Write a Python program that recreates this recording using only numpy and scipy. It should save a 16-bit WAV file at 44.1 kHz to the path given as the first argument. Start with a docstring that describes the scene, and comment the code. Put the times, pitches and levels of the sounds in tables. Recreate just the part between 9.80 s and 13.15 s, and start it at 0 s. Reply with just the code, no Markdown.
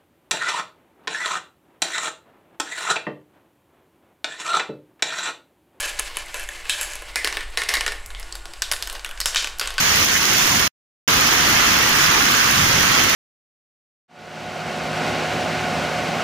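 """Hailstorm on a car park

Hail and rain pelt the paving at night, heard from shelter on two microphones a hand's length apart.
Countless far impacts merge into a bed of roar and hiss. Nearer stones tick on the bricks, a few crack
right up close, drops plop in the wet and a hollow clatter sits farther back.
A puff of wind rumbles on the microphones, and the whole mix cuts to silence once, briefly."""
import sys
import numpy as np
from scipy import signal
from scipy.fft import rfft, irfft, next_fast_len
from scipy.io import wavfile
from scipy.ndimage import uniform_filter1d

SR = 44100
rng = np.random.default_rng(int(sys.argv[2]) if len(sys.argv) > 2 else 0)


def wav_out(sig):
    """Save sig, one row per channel (or a flat mono array), as 16-bit PCM at SR to the path in sys.argv[1]."""
    wavfile.write(sys.argv[1], SR, np.round(np.clip(np.atleast_2d(sig).T, -1, 1) * 32767).astype(np.int16))


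N = 147735
TIME = np.arange(N) / SR

# fader for the far downpour below the crossover (time [s], level [dB])
ROAR_FADER = [(0,-10),(.05,-7.5),(.23,-6),(.255,-10),(.32,-7.5),(.37,-9),(.395,-10.5),(.44,-8),(.6,-6.5),(.87,-7.5),(1.29,-4.5),(1.52,-5.5),(1.76,-4.5),(1.95,-5),(2.22,-5),(2.7,-6.5),(3.17,-4),(3.34,-7)]
# fader for the downpour above the crossover; ticks and plops ride it too (time [s], level [dB])
HISS_FADER = [(0,-6),(.22,-5),(.28,-7.5),(.375,-6),(.39,-8),(.46,-6),(.62,-4.5),(.87,-7.5),(1.29,-7),(1.55,-7),(1.78,-6.5),(2.05,-8),(2.19,-6.5),(2.235,-5),(2.29,-8),(2.62,-6.5),(3.34,-7.5)]
# the roar drifts sideways as the microphones turn (time [s], left boost and right cut [dB])
ROAR_PAN = [(0,0),(.87,-0.5),(1.29,0),(1.6,0.3),(2.0,0.1),(2.3,-.6),(2.7,-0.4),(3.34,-0.7)]
# how alike the downpour is at the spaced microphones (frequency [Hz], correlation [-1 to 1])
MIC_CORRELATION = [(60,0.98),(250,0.88),(350,.6),(470,0),(620,-0.42),(950,0.28),(1450,0.47),(1950,0.2),(2400,-0.7),(2850,-0.26),(3400,0.44),(4200,-.18),(5200,0.059),(6200,-0.25),(8000,0.17)]
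# cues for the closest hailstones (time [s], level before filtering [dB])
STONE_HITS = [(0.198,14),(.247,19),(0.378,22),(0.583,24),(0.723,17),(0.754,19),(.796,28),(.801,20),(1.367,15.5),(1.497,11),(1.533,18),(1.942,25),(2.093,23),(2.173,13),(2.226,25),(2.243,18),(2.512,14),(2.518,19),(2.537,16),(2.889,16),(3.238,26),(3.296,24)]
# fader for hollow knocks on surfaces farther off (time [s], level [dB])
KNOCK_FADER = [(0,-38),(.87,-31),(1.29,-19),(1.55,-21.5),(1.95,-20.5),(2.1,-25.5),(2.3,-16.5),(2.45,-19),(2.63,-17),(2.8,-20.5),(3.05,-25.5),(3.34,-22.5)]
# fader for the higher rattle of stones (time [s], level [dB])
RATTLE_FADER = [(0,-21),(.22,-26),(.26,-30),(.33,-28),(.365,-13),(.39,-31),(.58,-24.5),(.87,-29),(1.29,-32),(1.8,-23),(2.4,-26),(3.34,-23.5)]
# EQ on all the hail and rain at the left microphone (frequency [Hz], gain [dB])
LEFT_EQ = [(25,-12),(60,-10.5),(120,-4.5),(250,-5),(500,-10.5),(850,-7),(1300,-5.5),(1900,-7.5),(2350,-4),(2900,-5),(3600,-9),(4700,-9),(6300,-12.5),(7050,-18.5),(7600,-18.5),(8200,-16.5),(9100,-23.5),(9700,-15),(11000,-16),(14200,-15),(14900,-10),(15400,-17.5)]
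# the same at the right microphone (frequency [Hz], gain [dB])
RIGHT_EQ = [(25,-11.5),(60,-7),(120,-5),(250,-5),(450,-7.5),(850,-7),(1200,-3),(2200,-2.5),(3150,-4),(3750,-8.5),(4900,-6),(6400,-2.5),(7000,-7),(7700,-20.5),(8200,-20.5),(9150,-18),(9900,-17.5),(11000,-25.5),(12200,-26),(13800,-28.5),(15000,-28)]
# fader for the wind on the microphones (time [s], level [dB])
WIND_FADER = [(0,-33),(.14,-33),(.35,-44.5),(2.24,-45),(2.29,-34),(2.34,-55),(2.76,-51),(2.78,-21.5),(2.82,-21),(2.86,-26.5),(2.96,-29),(3.0,-36),(3.34,-44)]
# EQ that turns noise into wind rumble (frequency [Hz], gain [dB])
WIND_EQ = [(25,-22.5),(50,-5.5),(75,1.5),(115,2),(180,-11),(400,-25.5),(1500,-69.5)]


def far_downpour(crossover_hz=4400):
    """Impacts too many to tell apart arrive from all round: a wide bed of roar and hiss."""
    size = next_fast_len(N)
    hz = np.fft.rfftfreq(size, 1 / SR)
    alike = np.clip(at_hz(MIC_CORRELATION, hz), -.99, .99)
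    mid, side = rfft(rng.standard_normal((2, size)))
    bed = np.sqrt((1 + alike) / 2) * mid + np.sqrt((1 - alike) / 2) * side * [[1], [-1]]
    low_band = 1 / (1 + (hz / crossover_hz) ** 4)
    roar = irfft(bed * low_band, size)[:, :N]
    hiss = irfft(bed * (1 - low_band), size)[:, :N]
    pan = fader(ROAR_PAN) ** np.array([[1], [-1]])
    return fader(ROAR_FADER) * pan * roar + fader(HISS_FADER) * hiss


def close_stones():
    """Single stones crack on the ground right by the microphones, hotter on the left."""
    out = np.zeros((2, N))
    for time_s, db in STONE_HITS:
        hit, start = np.zeros(N), int(time_s * SR)
        crack = from_db(db) * ice_crack()
        hit[start:start + len(crack)] = crack[:N - start]
        out += place(hit, side=rng.uniform(-.77, 1), left_db=4)
    return brighten(out, hz=12000)


def hail_ticks(per_s=950, level_db=-14.5, directions=16):
    """Small stones tick crisply on the bricks nearby, from every direction."""
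    out = 0
    for side in np.cos(np.linspace(0, np.pi, directions)):
        hits = impacts(per_s / directions, spread_db=6.5)
        ticks = np.convolve(hits, ice_crack())[:N]
        out += place(ticks, side, left_db=3 + 2.5 * side)
    return from_db(level_db) * normalise(brighten(out, hz=5990))


def plops(level_db=-19.5):
    """Drops and stones land in the film of water nearby, each with a short pitched ring."""
    drops = ringing_impacts(per_s=600, spread_db=2, cycles=18, band_hz=(1470, 7030), pitches=24)
    return from_db(level_db) * drops


def clatter():
    """Stones knock hollowly and rattle on surfaces farther off."""
    knocks = ringing_impacts(per_s=700, spread_db=1.5, cycles=16, band_hz=(1010, 1720), pitches=16)
    rattle = ringing_impacts(per_s=690, spread_db=.5, cycles=15, band_hz=(1650, 2163), pitches=12)
    return fader(KNOCK_FADER) * knocks + fader(RATTLE_FADER) * rattle


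def wind():
    """Air buffets the microphones: a low mono rumble."""
    rumble = equalise(rng.standard_normal(N), WIND_EQ)
    return fader(WIND_FADER) * normalise(rumble)


def ice_crack(spray_gain=.22, decay_s=.00046, size=256):
    """One impact of ice: a sharp click and a dying spray of fragments; unit energy."""
    crack = spray_gain * rng.standard_normal(size) * np.exp(-TIME[:size] / decay_s)
    crack[0] = 1   # the click
    return crack / np.linalg.norm(crack)


def impacts(per_s, spread_db):
    """Random clicks, many small and a few large."""
    sizes = from_db(spread_db * np.minimum(rng.exponential(1, N), 4.2))
    polarity = rng.choice([-1, 1], N)
    return sizes * polarity * (rng.random(N) < per_s / SR)


def ringing_impacts(per_s, spread_db, cycles, band_hz, pitches):
    """Random hits ping resonators scattered left to right; each ring falls 60 dB over `cycles`."""
    out = 0
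    for hz in np.geomspace(*band_hz, pitches):
        omega = 2 * np.pi * hz / SR
        radius = np.exp(-np.log(1000) * hz / (cycles * SR))
        hits = impacts(per_s / pitches, spread_db) + 1e-18 * rng.random(N)
        ring = signal.lfilter([1, 0, -1], [1, -2 * radius * np.cos(omega), radius ** 2], hits)
        out += omega * place(ring, side=np.cos(rng.uniform(0, np.pi)), left_db=rng.normal(0, 2.2))
    return normalise(out)


def flicker(x, depth_db=1.66, size=1024):
    """The level flickers at random in small patches of time and pitch."""
    cells = signal.stft(x, nperseg=size)[2]
    patches = uniform_filter1d(rng.standard_normal(cells.shape[1:]), size=3, axis=0)
    patches = uniform_filter1d(patches, size=4, axis=1)
    return signal.istft(cells * from_db(depth_db * normalise(patches)), nperseg=size)[1][:, :N]


def place(x, side, left_db, mic_lag_s=.00059):
    """Sound reaches the nearer microphone first (side 1 is left, -1 right); left_db tips the balance."""
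    lead = int(side * mic_lag_s / 2 * SR)
    return np.array([from_db(sign * left_db) * np.roll(x, -sign * lead) for sign in (1, -1)])


def brighten(x, hz):
    """Gentle high-pass: a hard contact has little bass."""
    return signal.sosfilt(signal.butter(1, hz, "high", fs=SR, output="sos"), x + 1e-18)


def equalise(x, curve, size=4096):
    """Minimum-phase EQ: no pre-ringing ahead of the transients."""
    gain = from_db(at_hz(curve, np.fft.rfftfreq(size, 1 / SR)))
    cepstrum = irfft(np.log(gain))
    cepstrum[1:size // 2] *= 2
    cepstrum[size // 2 + 1:] = 0
    impulse = irfft(np.exp(rfft(cepstrum)))[:size // 2]
    return signal.fftconvolve(x, impulse)[:N]


def at_hz(curve, hz):
    """Read a table on a log-frequency axis."""
    table = np.array(curve)
    return np.interp(np.log(hz + 1), np.log(table[:, 0]), table[:, 1])


def fader(curve):
    """Gain automation from rows of (time [s], level [dB])."""
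    return from_db(np.interp(TIME, *np.transpose(curve)))


def from_db(db):
    """Decibels to gain."""
    return 10 ** (np.asarray(db) / 20)


def normalise(x):
    """Scale to unit power."""
    return x / np.sqrt(np.mean(x ** 2) + 1e-20)


def scene():
    """Mix the hail and rain, EQ each microphone and lay the wind underneath."""
    near = normalise(fader(HISS_FADER)) * (hail_ticks() + plops())
    left, right = flicker(far_downpour()) + clatter() + near + close_stones()
    return np.array([equalise(left, LEFT_EQ), equalise(right, RIGHT_EQ)]) + wind()


def record(dry):
    """Clip the peaks, mute the mix for a moment and cut the top with a steep low-pass."""
    mute_from_s, mute_to_s = .878, 1.277
    tail_db, tail_s, cutoff_hz = -23, .0056, 15400
    tail = from_db(tail_db) * np.exp(-np.maximum(TIME - mute_from_s, 0) / tail_s)
    gate = np.where((TIME > mute_from_s) & (TIME < mute_to_s), tail, 1)
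    low_pass = signal.ellip(12, .2, 90, cutoff_hz, fs=SR, output="sos")
    return signal.sosfilt(low_pass, np.clip(dry, -1, 1) * gate + 1e-18)


dry = scene()
out = record(dry)
wav_out(out)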